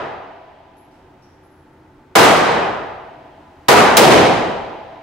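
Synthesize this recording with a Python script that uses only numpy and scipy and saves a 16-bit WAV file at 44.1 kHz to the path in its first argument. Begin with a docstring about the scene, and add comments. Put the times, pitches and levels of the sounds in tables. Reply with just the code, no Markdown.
"""The roar of a rifle shot fired 0.6 s earlier in a concrete range decays over steady ventilation noise.
From 0.8 to 1.4 s brass cases tinkle as modal resonators driven by echoes; at 2.2 s the same booth fires again,
at 3.7 and 4.0 s two others. Each blast is shaped noise: treble dies first, a wave returns from the far end and
a mid-range tail lingers. The air's hiss swells and sinks about 4 s; a limiter and overload compress the peaks."""
import sys
import numpy as np
from scipy import signal
from scipy.io import wavfile

SR = 44100
rng = np.random.default_rng(int(sys.argv[2]) if len(sys.argv) > 2 else 0)


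def master(y):
    """Save y as 16-bit WAV."""
    cut = np.clip(np.atleast_2d(y).T, -1, 1)
    pcm = np.round(cut * 32767)  # scale
    wavfile.write(sys.argv[1], SR, pcm.astype(np.int16))


N = 221426
HEARD = 3 * SR  # length of one hall answer, samples


def shots():
    """Superposition: every shot adds its booth's response, and shots from one booth wake the very same echoes."""
    # one list of shots per booth: t/s, blast gain/dB
    shot_lists = [
        [(-.6232, 16.5), (2.1527, 16.5)],
        [(3.6832, 17)],
        [(3.9680, 19.5)],
    ]
    # booths: crack level/dB, crack t60/s, cycles to gather, bass boost/dB, boost near 1.3 kHz/dB,
    # roar decay stretch (factor), far wave arrival t/s, far wave level relative to the roar/dB
    booths = [(-31, .2, 2.2, -0.9, -0.64, 1.029, 0.36, 1), (-42, 0.097, 0.83, 0.5, 0.5, 0.85, 0.2, -9),
              (-4, 0.11, 4.2, 3, -5, 1.023, 0.17, -8.5)]
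    out = np.zeros((2, SR + N + HEARD))  # begins 1 s early, to hold the shot before t = 0
    for booth, fired in zip(booths, shot_lists):
        answer = hall(*booth)
        for shot_s, blast_db in fired:
            start = SR + int(round(shot_s * SR))
            out[:, start:start + HEARD] += from_db(blast_db) * answer
    return out[:, SR:SR + N]


def hall(crack_db, crack_t60, cycles, bass_db, dip_db, stretch, far_s, far_db):
    """Frequency-dependent reverberation: crack between the partitions, roar, far wave, lingering tail and rings."""
    # relative spectra before the blast gain: f/Hz, density/dB per Hz
    crack_spectrum = [(300, -13.5), (1000, -1), (3000, -8), (7000, -11.5), (12000, -14), (16000, -19.5)]
    roar_spectrum = [(20, 1), (40, -6.5), (80, -10), (150, -7.5), (300, -4.5), (420, -1), (560, -4),
                     (750, -1), (1000, -4), (1300, -6.5), (2500, -13.5), (5000, -21.5), (9000, -27),
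                     (16000, -33)]
    linger_spectrum = [(150, -18.5), (300, -26.5), (500, -11), (680, -3.5), (850, 2), (1050, -22),
                       (1400, -17), (2800, -20.5), (5000, -35.5), (9000, -57.5)]
    # decay of the roar before the booth's stretch: f/Hz, t60/s
    roar_t60 = [(40, 1.42), (120, 1.156), (300, 1.039), (700, 1.194), (1500, 1.121), (3000, 1),
                (6000, 0.77), (9000, 0.65), (12000, 0.53), (16000, 0.3)]
    # stereo spread: f/Hz, side minus mid level/dB
    roar_side = [(30, -19.5), (150, -16), (380, -13), (950, -9.5), (2400, -10.5), (6000, -4), (15000, -8.5)]
    # hall resonances in the tail: f/Hz, single-pass width/Hz, rms level before decay and blast gain/dB
    hall_rings = [(401.8, 23, -55.5), (522, 16, -59.5), (654, 29, -45), (724.4, 11, -50), (831, 16, -49.5),
                  (846, 17, -48), (996, 18, -51.5)]
    linger_db, linger_t60_s, rings_t60_s = -29, 4.11, 2.81
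    build_s, far_spread_s, far_dull_hz = 0.0024, 0.044, 7000

    age, out = np.arange(HEARD) / SR, 0
    far_arrival = 1 / (1 + np.exp(np.clip((far_s - age) / far_spread_s, -50, 50)))
    for hz, noise in noise_bands(HEARD, roar_side):
        crack = from_db(crack_db + at_hz(crack_spectrum, hz)) * dying(age, crack_t60)
        bass_boost_db = bass_db / (1 + (hz / 400) ** 2)
        mid_boost_db = dip_db * np.exp(-(np.log(hz / 1300) / .5) ** 2)
        roar_db = at_hz(roar_spectrum, hz) + bass_boost_db + mid_boost_db
        # the long way costs treble
        far_wave = 1 + from_db(far_db) * far_arrival / (1 + (hz / far_dull_hz) ** 2)
        roar = from_db(roar_db) * dying(age, stretch * at_hz(roar_t60, hz)) * far_wave
        linger = from_db(linger_db + at_hz(linger_spectrum, hz)) * dying(age, linger_t60_s)
        build = 1 - np.exp(-age / (build_s + cycles / hz))  # lows take longer to gather
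        envelope = np.sqrt(crack ** 2 + roar ** 2 + linger ** 2)  # powers add
        out = out + noise * build * envelope

    # mostly common to both channels, with a little unrelated noise in each
    stir = rng.standard_normal(HEARD) + 0.1 * rng.standard_normal((2, HEARD))
    for hz, width_hz, db in hall_rings:
        ring = rms_one(resonance(stir, hz, width_hz))
        out = out + from_db(db) * ring * dying(age, rings_t60_s)
    return out


def cases():
    """Modal excitation: each bounce on concrete is a dying scatter of echoes that ticks and rings the tube's modes."""
    # bounces: t/s, tick level/dB, low ring level/dB, high ring level/dB, echoes t60/s
    bounces = [(.768, -67, -100, -65.5, 0.58), (.912, -65, -81, -90, 1.1), (1.222, -74, -67.5, -79, 0.88),
               (1.430, -76, -90, -75, 1.6)]
    # modes of a brass case, a low group and a high group: f/Hz, level within the group/dB, t60/s
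    brass_modes = [
        [(4940, -12.5, .01), (5400, -6.5, .02), (5600, 2.5, 0.015), (5650, -5, .01), (6300, -7, .005)],
        [(11210, 8, 0.1), (11310, 1, 0.2)],
    ]
    t, out = np.arange(N) / SR, np.zeros((2, N))
    tick_band = signal.butter(2, [2500, 9000], "band", fs=SR, output="sos")
    for bounce_s, tick_db, low_db, high_db, echoes_t60 in bounces:
        echoes = (t >= bounce_s) * dying(np.maximum(t - bounce_s, 0), echoes_t60)
        scatter = rng.standard_normal((2, N)) * echoes + 1e-18
        out += from_db(tick_db) * signal.sosfilt(tick_band, scatter)
        for ring_db, modes in zip((low_db, high_db), brass_modes):
            for hz, db, t60 in modes:
                r, w = dying(1 / SR, t60), 2 * np.pi * hz / SR  # pole radius and angle
                drive = from_db(ring_db + db) * np.sqrt(1 - r * r)  # longer rings gather the same energy
                ring = signal.lfilter([0, np.sin(w)], [1, -2 * r * np.cos(w), r * r], scatter)
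                out += drive * ring
    return out


def ventilation():
    """Resonant filtering of broadband flow noise: a few duct resonances stand out of the air noise."""
    # relative spectrum of the air: f/Hz, density/dB per Hz
    air_spectrum = [(20, 18.5), (40, 6.5), (80, -3), (130, -7), (190, -13.5), (300, -8), (480, -16.5),
                    (800, -17), (1600, -23.5), (2500, -33.5), (4500, -42), (8000, -50.5), (16000, -57)]
    # stereo spread: f/Hz, side minus mid level/dB
    air_side = [(60, -31.5), (180, -28.5), (550, -16.5), (1650, -12), (5000, -6.5), (15000, 0)]
    # duct resonances: f/Hz, single-pass width/Hz, gain of the added peak/dB
    ducts = [(82, 27, 0), (135, 25, -3.5), (162.2, 15, -3.5), (233, 28, -12.5), (284.8, 20, 2.5),
             (313, 27, 3.5), (363, 36, 3), (380, 21, -1), (877, 100, 4)]
    # gain on the air noise after scaling to rms 1: t/s, level/dB
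    air_level = [(.65, -41.5), (1.0, -39.5), (3.6, -38), (5.0, -39.5)]
    swell_s, swell_scale_s, swell_db = 4, .2, 22  # peak time, rise and fall constant, boost limit at high f

    t = np.arange(N) / SR
    swell = swell_db * np.exp(-np.abs(t - swell_s) / swell_scale_s)
    air = 0
    for hz, noise in noise_bands(N, air_side):
        hiss_boost_db = swell / (1 + (2000 / hz) ** 2)  # mainly above 2 kHz
        air = air + from_db(at_hz(air_spectrum, hz) + hiss_boost_db) * noise
    air = air + sum(from_db(db) * resonance(air, hz, width_hz) for hz, width_hz, db in ducts)
    return from_db(np.interp(t, *np.transpose(air_level))) * rms_one(air)


def noise_bands(size, side_table):
    """Band decomposition: third-octave bands of mid-side stereo noise as (centre Hz, left and right)."""
    edges, run_in = 20 * 2 ** (np.arange(31) / 3), SR // 4
    white = rng.standard_normal((2, 2, size + run_in))  # neighbouring bands get unrelated noise
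    for k, (low, high) in enumerate(zip(edges, edges[1:])):
        band = signal.butter(3, [low, high], "band", fs=SR, output="sos")
        mid, side = signal.sosfilt(band, white[k % 2])[:, -size:]
        hz = np.sqrt(low * high)
        yield hz, mid + from_db(at_hz(side_table, hz)) * side * [[1], [-1]]


def resonance(x, hz, width_hz):
    """Two-pole resonance: a peak of gain 1, applied twice for steep skirts."""
    r = np.exp(-np.pi * width_hz / SR)
    b = (1 - r * r) / 2 * np.array([1, 0, -1])
    a = [1, -2 * r * np.cos(2 * np.pi * hz / SR), r * r]
    return signal.lfilter(b, a, signal.lfilter(b, a, x))


def dying(age, t60):
    """Exponential decay: the level falls 60 dB in t60 seconds."""
    return from_db(-60 * age / t60)


def at_hz(points, hz):
    """Log-frequency interpolation: value of an (f/Hz, value) table at hz."""
    return np.interp(np.log(hz), np.log(np.array(points)[:, 0]), np.array(points)[:, 1])


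def rms_one(x):
    """Power normalisation: scales to rms 1."""
    return x / np.sqrt(np.mean(x ** 2) + 1e-20)


def from_db(db):
    """Logarithmic level: amplitude gain of a level in dB."""
    return 10 ** (np.asarray(db) / 20)


def scene():
    """Linear superposition of shots, cases and air."""
    return shots() + cases() + ventilation()


def limiter(x):
    """Gain control: one gain holds both channels' short-time level under the limit and recovers at a set rate."""
    limit_db, sense_s, release_db_s = -2, 0.002, 199
    r = np.exp(-1 / (sense_s * SR))
    power = signal.lfilter([1 - r], [1, -r], np.mean(x ** 2, axis=0))
    level_db = 10 * np.log10(power + 1e-12)
    # a running maximum against a ramp falls no faster than the release rate
    ramp = release_db_s * np.arange(N) / SR
    held_db = np.maximum.accumulate(level_db + ramp) - ramp
    return x * from_db(-np.maximum(held_db - limit_db, 0))


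def record(dry):
    """Nonlinear overload: limiter, squeezing input stage, widening, bass cut, clipping converter, treble cut."""
    capsule_knee, squeeze, clip = 0.55, .25, .98  # amplitude, exponent, amplitude
    widen_below_hz, low_cut_hz, top_cut_hz, out_db = 3600, 117.4, 15750, -.5
    held = limiter(dry)
    left, right = held * (1 + (held / capsule_knee) ** 2) ** -squeeze
    # the difference of the close-set capsules is doubled below the treble
    side = (left - right) / 2
    side = side + signal.lfilter(*signal.butter(1, widen_below_hz, fs=SR), side)
    wide = (left + right) / 2 + side * [[1], [-1]]
    thinned = signal.sosfilt(signal.butter(2, low_cut_hz, "high", fs=SR, output="sos"), wide)
    clipped = np.clip(from_db(out_db) * thinned, -clip, clip)
    top_cut = signal.ellip(10, .3, 60, top_cut_hz, fs=SR, output="sos")
    return signal.sosfilt(top_cut, clipped)


dry = scene()
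out = record(dry)
master(out)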